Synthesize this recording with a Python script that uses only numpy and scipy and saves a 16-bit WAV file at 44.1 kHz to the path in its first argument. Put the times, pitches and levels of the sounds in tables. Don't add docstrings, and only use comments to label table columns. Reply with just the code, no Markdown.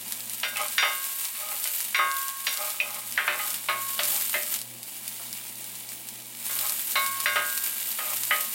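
import sys
import numpy as np
from scipy import signal
from scipy.fft import rfft, irfft
from scipy.io import wavfile

SR = 44100
rng = np.random.default_rng(int(sys.argv[2]) if len(sys.argv) > 2 else 0)


def waveform_to_disk(signal):
    frames = np.transpose(np.atleast_2d(signal))
    scaled = np.clip(frames, -1, 1) * 32767
    samples = np.round(scaled).astype(np.int16)
    wavfile.write(sys.argv[1], SR, samples)


N = 376613
TIME = np.arange(N) / SR


def gain_of(db):
    return 10 ** (np.asarray(db) / 20)


def evened(x):
    return x / np.sqrt(np.mean(x ** 2) + 1e-20)


def follow(curve):
    return np.interp(TIME, *np.transpose(curve))


def add(mix, start_s, sound):
    part = mix[max(round(start_s * SR), 0):][:len(sound)]
    part += sound[:len(part)]


def coloured(x, points, size=4096):
    hz, db = np.transpose(points)
    grid_hz = abs(np.fft.fftfreq(size, 1 / SR)) + 1
    log_gain = np.log(gain_of(np.interp(np.log(grid_hz), np.log(hz), db)))
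    minimum_phase = np.exp(np.conj(signal.hilbert(log_gain)))
    taps = np.fft.ifft(minimum_phase).real[:size // 2]
    return signal.oaconvolve(x, taps / np.linalg.norm(taps))[:len(x)]


def filtered(x, order, edge_hz, kind):
    return signal.sosfilt(signal.butter(order, edge_hz, kind, fs=SR, output="sos"), x)


def resonate(x, hz, width_hz):
    b, a = signal.iirpeak(min(hz, SR / 2 - 1), max(hz / width_hz, .5), fs=SR)
    return signal.lfilter(b, a, x)


def wander(rate):
    lowpass = np.exp(-(np.fft.rfftfreq(N, 1 / SR) / rate) ** 2)
    return evened(irfft(rfft(rng.standard_normal(N)) * lowpass, N))


def room(x, wet_db, t60):
    t = TIME[:SR // 2]
    tail = rng.standard_normal(len(t)) * gain_of(-60 * t / t60) * (t > .001)
    return x + gain_of(wet_db) * signal.oaconvolve(x, tail / np.linalg.norm(tail))[:N]


# (time [s], level [dB])
HEARD_HUM_LEVEL = [(0.08, -57.5), (1.38, -73.5), (1.57, -66), (1.73, -74), (1.92, -63), (2.18, -75.5),
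                   (3.09, -62.5), (5.86, -58.5), (7.52, -64), (7.91, -63), (8.45, -62.5)]
# (frequency [Hz], level [dB])
HUM_LINES = [(119.9, -1), (239.5, -6.5), (335, -12), (524, -10), (699, -16), (855, -17)]
# (frequency [Hz], level [dB per Hz])
KITCHEN_COLOUR = [(25, -28), (50, -20), (65, -18), (90, -23), (155, -19), (190, -5), (230, 0), (270, -9.5),
                  (350, -7), (430, -14.5), (700, -10.5), (1100, -17), (1600, -52), (4000, -22)]


def background():
    level_db = follow(HEARD_HUM_LEVEL)
    hum = np.zeros(N)
    for hz, db in HUM_LINES:
        hum += gain_of(db) * np.sqrt(2) * np.sin(2 * np.pi * (hz * TIME + rng.random()))
    air = coloured(rng.standard_normal(N), KITCHEN_COLOUR) * gain_of(-54.5 + 0.64 * (level_db + 62.0))
    return hum * gain_of(level_db + 2.7 * wander(rate=4.1)) + air


# (time of the middle [s], length [s], level [dB])
SCRAPE_STROKES = [(0.613, 0.15, -34.5), (1.493, 0.17, -38), (2.638, .15, -33.5), (2.924, 0.36, -42.5),
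                  (3.43, 0.22, -37.5), (4.155, 0.13, -40), (6.662, 0.19, -42), (8.01, 0.055, -53),
                  (8.095, 0.099, -35.5)]
# (frequency [Hz], width [Hz], level [dB])
PRESSED_RESONANCES = [(614, 13, 4.5), (825, 24, 4), (1078, 68, -3), (1236, 29, 5.5), (2130, 420, -9)]


def scrapes():
    slips = rng.standard_normal(N) * (rng.random(N) < 600 / SR)
    slips = slips * gain_of(2.5 * wander(rate=24))
    rub = evened(sum(gain_of(db) * resonate(slips, hz, width) for hz, width, db in PRESSED_RESONANCES))
    pressure = np.zeros(N)
    for middle, length, db in SCRAPE_STROKES:
        pressure += gain_of(db) * np.exp(-5.6 * ((TIME - middle) / length) ** 2)
    return filtered(rub * pressure, 3, 450, "high")


def clack(centre_hz, breadth, t60, count=110):
    t = TIME[:SR // 3]
    crack, rattle = rng.standard_normal((2, len(t)))

    ring_hz = np.geomspace(400, 6500, count) * rng.uniform(.97, 1.03, count)
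    lines = np.zeros(len(t) // 2 + 1, complex)
    phases = np.exp(2j * np.pi * rng.random(count))
    lines[(ring_hz * len(t) / SR).astype(int)] = rng.uniform(.4, 1, count) * np.sqrt(ring_hz) * phases
    clatter = evened(irfft(lines, len(t))) + .25 * rattle
    tail = gain_of(-60 * t / t60)

    since_rebound = t - rng.uniform(.008, .014)
    rebound = .25 * (since_rebound > 0) * np.exp(-abs(since_rebound) / .003)
    contacts = np.exp(-t / .0035) + rebound
    blow = gain_of(3.5) * crack * contacts + gain_of(-7.5) * clatter * tail

    width_hz = centre_hz * max(breadth, .05)
    wood = resonate(blow, centre_hz, width_hz) * np.sqrt(SR / np.pi / width_hz)
    wood = filtered(wood, 3, [420, min(1.95 * centre_hz, SR / 3)], "band")
    stove = evened(filtered(clatter, 2, [400, 1400], "band")) * tail * (1 - np.exp(-t / 0.056))
    return gain_of(-2.5) * wood + gain_of(-10.5) * stove


# (frequency [Hz], level [dB], t60 before damping by the spatula [s],
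# part [0 = pan on its burner, 1 = bottom plate, 2 = rim, 3 = wall])
PAN_MODES = [(364, -12, .4, 0), (592, 0, .42, 0), (655, -7, .4, 0), (815, -19, .3, 1), (1251, 0, .36, 1),
             (2015, -4, .22, 1), (2148, -9, .27, 1), (2523, -13, .3, 1), (3013, -8, .32, 1),
             (1091, -2, 1.2, 2), (2204, -5, .55, 2), (3813, -12, .42, 2), (4058, -9, .22, 2),
             (1453.6, -3, .75, 3), (1568, -10, .55, 3), (1607, -3, 1, 3), (2087, -1, .48, 3),
             (2808, -9, .55, 3), (3620, -6, .42, 3), (4789, -12, .3, 3), (5637, -15, .38, 3),
             (5717, -19, .3, 3), (6700, -19, .2, 3)]
# (time [s], clack level [dB], clack centre [Hz], clack width [share of its centre],
# burner level [dB], bottom plate level [dB], rim level [dB], wall level [dB])
SPATULA_BLOWS = [(.4327, -19, 2140, .83, -34, -41, -44, -35), (0.558, -27, 2430, .2, -64, -44, -65, -65),
                 (.568, -30.5, 2330, 0.22, -59, -32.5, -56, -63),
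                 (.7809, -14.5, 2230, 0.48, -46, -44, -29.5, -24),
                 (.826, -14.5, 1830, 1.3, -35, -20, -31.5, -33),
                 (1.35, -36, 2260, 0.48, -57, -61, -48, -70), (1.655, -29, 2520, 0.67, -37, -47, -58, -68),
                 (1.9455, -17.5, 2100, 0.24, -59, -37, -26.5, -28.5),
                 (1.99, -21, 1580, 0.66, -40.5, -21.5, -28, -28),
                 (2.468, -18.5, 2630, 0.91, -36, -51, -41, -40.5),
                 (2.801, -18.5, 2510, 0.037, -27, -38, -59, -49.5),
                 (3.176, -15, 1780, 0.45, -43, -27.5, -35.5, -30.5),
                 (3.2787, -16, 1730, 0.59, -36, -33, -46, -33),
                 (3.395, -29.5, 1900, 0.69, -49, -31, -49, -63),
                 (3.686, -17.5, 1850, 1.3, -34.5, -28, -27.5, -37.5),
                 (3.9915, -18, 2300, 1.3, -23, -37, -46, -54),
                 (4.3413, -18.5, 1970, 0.29, -28, -36, -54, -58),
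                 (6.495, -35.5, 1920, 1.5, -54, -50, -45.5, -44),
                 (6.9557, -19.5, 1990, 1.6, -34.5, -29, -20.5, -30.5),
                 (7.2585, -16.5, 1940, 0.31, -34, -32, -26.5, -25),
                 (7.358, -17.5, 1750, 1.2, -35.5, -24, -33, -29.5),
                 (7.987, -27, 1620, 1.7, -58, -36.5, -56, -64),
                 (8.3084, -15.5, 1880, .3, -34, -19.5, -40.5, -50)]
TYPICAL_CLACK_HZ = 1850
RING_TILT_DB = 22.5
CLATTER_T60_S, CLATTER_SHORTENING = 0.3, 1.56
RESTING_DAMP_DB_PER_S = 13
TAP_S, TAP_DB, TAP_HZ = 5.197, -41, 750


def knocks():
    out, t = np.zeros(N), TIME[:SR]
    hz, db, t60, part = np.transpose(PAN_MODES)
    swell = 1 - np.exp(-t * hz[:, None] / 3)
    rings = np.sin(2 * np.pi * hz[:, None] * t) * swell * gain_of(-60 * t / t60[:, None])
    rings = rings * gain_of(-RESTING_DAMP_DB_PER_S * t * (part[:, None] <= 1))
    for start, clack_db, centre_hz, breadth, *parts_db in SPATULA_BLOWS:
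        hardness = centre_hz / TYPICAL_CLACK_HZ
        tilt_db = RING_TILT_DB * np.log2(hardness) * np.log2(hz / 1500)
        mode_db = db + np.take(parts_db, part.astype(int)) + tilt_db + rng.standard_normal(len(hz))
        weights = gain_of(mode_db) * rng.choice([-1, 1], len(hz))
        add(out, start, weights @ rings)
        clatter_t60 = CLATTER_T60_S / hardness ** CLATTER_SHORTENING
        add(out, start, gain_of(clack_db) * clack(centre_hz, breadth, clatter_t60))
    add(out, TAP_S, gain_of(TAP_DB) * clack(TAP_HZ, breadth=0.64, t60=0.21))
    return out


# (time [s], level [dB])
SET_SPITS = [(0.1218, -10.5), (.334, -14.5), (.57, -11), (0.6826, -15), (1.1963, -17.5), (1.252, -12),
             (2.114, -15), (2.2818, -13), (2.702, -15), (3.123, -15.5), (3.542, -10.5), (4.615, -16.5),
             (4.83, -20), (5.0785, -14), (5.328, -16), (5.6423, -19.5), (6.087, -17.5), (7.2015, -9.5),
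             (8.1695, -12)]
# (frequency [Hz], level [dB per Hz])
SPIT_OUTLINE = [(300, -9), (1200, 1), (2500, 1), (4500, 5), (6500, 2.5), (9000, 7), (16000, 1)]
RANDOM_SPITS_PER_S, RANDOM_SPIT_DB, RANDOM_SPIT_SPREAD_DB = 4.1, 17.5, 3
SPIT_HZ, SPIT_DB, SPIT_DB_PER_OCTAVE = 2320, -15, 11
SNAP_S, SPRAY_S, SPRAY_DB = 0.00037, 0.012, -16.5


def spits(hiss_db):
    out, t = np.zeros(N), TIME[:SR // 7]
    wait, size = rng.random((96, 2)).T
    random_s = np.cumsum(-np.log(1 - wait)) / RANDOM_SPITS_PER_S
    random_db = np.interp(random_s, TIME, hiss_db) + RANDOM_SPIT_DB + RANDOM_SPIT_SPREAD_DB * (2 * size - 1)
    for start, db in list(SET_SPITS) + list(zip(random_s, random_db)):
        snap, spray, clumps = rng.standard_normal((3, len(t)))
        snap = snap * np.exp(-t / SNAP_S)
        snap = 2.8 * snap / np.linalg.norm(snap)
        spray = gain_of(SPRAY_DB) * spray * np.sqrt(abs(clumps)) * np.exp(-t / SPRAY_S)
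        low_hz = SPIT_HZ * 2 ** ((SPIT_DB - db) / SPIT_DB_PER_OCTAVE)
        spit = filtered(snap + spray, 2, min(low_hz, SR / 3), "high")
        add(out, start + 0.00089, gain_of(db) * spit)
    return room(coloured(out, SPIT_OUTLINE), wet_db=-17.5, t60=0.18)


FLARE_S, SETTLE_S = 0.065, 0.044


def flare(start, end):
    return np.clip((TIME - start) / FLARE_S, 0, 1) * np.exp(-np.maximum(TIME - end, 0) / SETTLE_S)


# (time [s], level [dB])
SIMMER_COURSE = [(0, -37.5), (4.3, -41), (4.68, -40.5), (5, -38.5), (5.7, -38.5), (6.25, -40.5), (6.5, -38)]
# (start [s], end [s])
STIRRING_BOUTS = [(.55, 4.5), (6.38, 10)]
# (start [s], length [s], level of the hiss [dB])
TURNING_PUSHES = [(0.52, 0.25, -44), (.85, 0.34, -32.5), (1.073, 0.17, -37), (1.478, 0.35, -31),
                  (2.11, 0.15, -33), (2.42, .29, -36), (3.35, 0.19, -31), (3.75, .22, -34),
                  (3.982, 0.269, -27.5), (4.266, 0.16, -30.5), (4.429, .11, -29.5), (6.433, 0.66, -31),
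                  (7.187, 0.039, -27), (7.397, 0.52, -30), (7.917, 0.83, -31)]
STIRRING_DB = -40.5
FLUTTER_DB, FLUTTER_PER_S = 0.46, 12


def frying():
    simmer = gain_of(follow(SIMMER_COURSE)) ** 2
    stirring = sum((gain_of(STIRRING_DB) * flare(start, end)) ** 2 for start, end in STIRRING_BOUTS)
    pushes = sum((gain_of(db) * flare(start, start + length)) ** 2 for start, length, db in TURNING_PUSHES)
    return 10 * np.log10(simmer + stirring + pushes) + FLUTTER_DB * wander(rate=FLUTTER_PER_S)


def bursts(per_s, spread_db, count=24):
    at = np.flatnonzero(rng.random(N) < per_s / SR)
    size_db = spread_db * np.minimum(rng.exponential(1, len(at)), 3.7)
    sizes = gain_of(size_db) * rng.choice([-1, 1], len(at))
    kinds = rng.integers(0, count, len(at))
    t, out = TIME[:128], np.zeros(N + 128)
    for kind, hz in enumerate(np.linspace(1500, 16000, count)):
        chosen = kinds == kind
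        size = sizes[chosen, None]
        ring = np.sin(2 * np.pi * hz * t) * np.exp(-t / .00013)
        splash = 0.38 * rng.standard_normal((len(size), len(t))) * np.exp(-t / 0.00035)
        np.add.at(out, at[chosen, None] + np.arange(len(t)), size * (ring + splash))
    return evened(out[:N])


# (frequency [Hz], level [dB per Hz])
STIRRED_COLOUR = [(100, -83), (300, -21), (800, -10), (1500, -8), (2500, -3), (3800, -3.5), (6000, -6),
                  (8000, 1.5), (11000, 1), (14000, 5), (16000, -1.5)]
# (frequency [Hz], level [dB per Hz])
RESTING_COLOUR = [(300, -36), (800, -5.5), (1500, -10), (2300, -2), (3800, -3), (6000, -6.5), (8000, 0),
                  (10000, 0.5), (12000, -1), (16000, 0.5)]


def sizzle(level_db):
    stirred = np.clip((level_db + 39) / 7, 0, 1)
    fizz = evened(bursts(per_s=7000, spread_db=4.5) + gain_of(-1) * rng.standard_normal(N))
    crackle = bursts(per_s=420, spread_db=5) * gain_of(-9 + 3 * stirred)
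    splashes = rng.random(N) * (rng.random(N) < 45 / SR)
    flares = signal.lfilter([1], [1, -np.exp(-1 / (.014 * SR))], splashes)
    flare_gain = gain_of(np.minimum(flares, 1.1) * (2.2 + 2 * stirred))
    steam = evened(room(fizz + crackle, wet_db=-9, t60=.12) * flare_gain) * gain_of(level_db)
    moving = gain_of(-0.22) * coloured(steam * np.sqrt(stirred), STIRRED_COLOUR)
    lying = gain_of(1.0) * coloured(steam * np.sqrt(1 - stirred), RESTING_COLOUR)
    return moving + lying


def scene():
    hiss_db = frying()
    mono = background() + scrapes() + knocks() + spits(hiss_db) + sizzle(hiss_db)
    return np.array([mono, mono])


EDGE_HZ = 16100


def record(dry):
    power = signal.lfilter([1], [1, -np.exp(-1 / (.002 * SR))], dry[0] ** 2) / (.002 * SR)
    fall = TIME * 50
    peak_db = np.maximum.accumulate(10 * np.log10(power + 1e-12) + fall) - fall
    over_db = np.maximum(peak_db + 20.0, 0)
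    held = dry / gain_of(0.45 * over_db)
    ceiling = gain_of(-7.5)
    rounded = filtered(ceiling * np.tanh(held / ceiling), 2, 70, "high")
    band_limit = signal.firwin(511, EDGE_HZ, window=("kaiser", 9), fs=SR)
    return signal.oaconvolve(rounded, band_limit[None], "same", axes=1)


dry = scene()
out = record(dry)
waveform_to_disk(out)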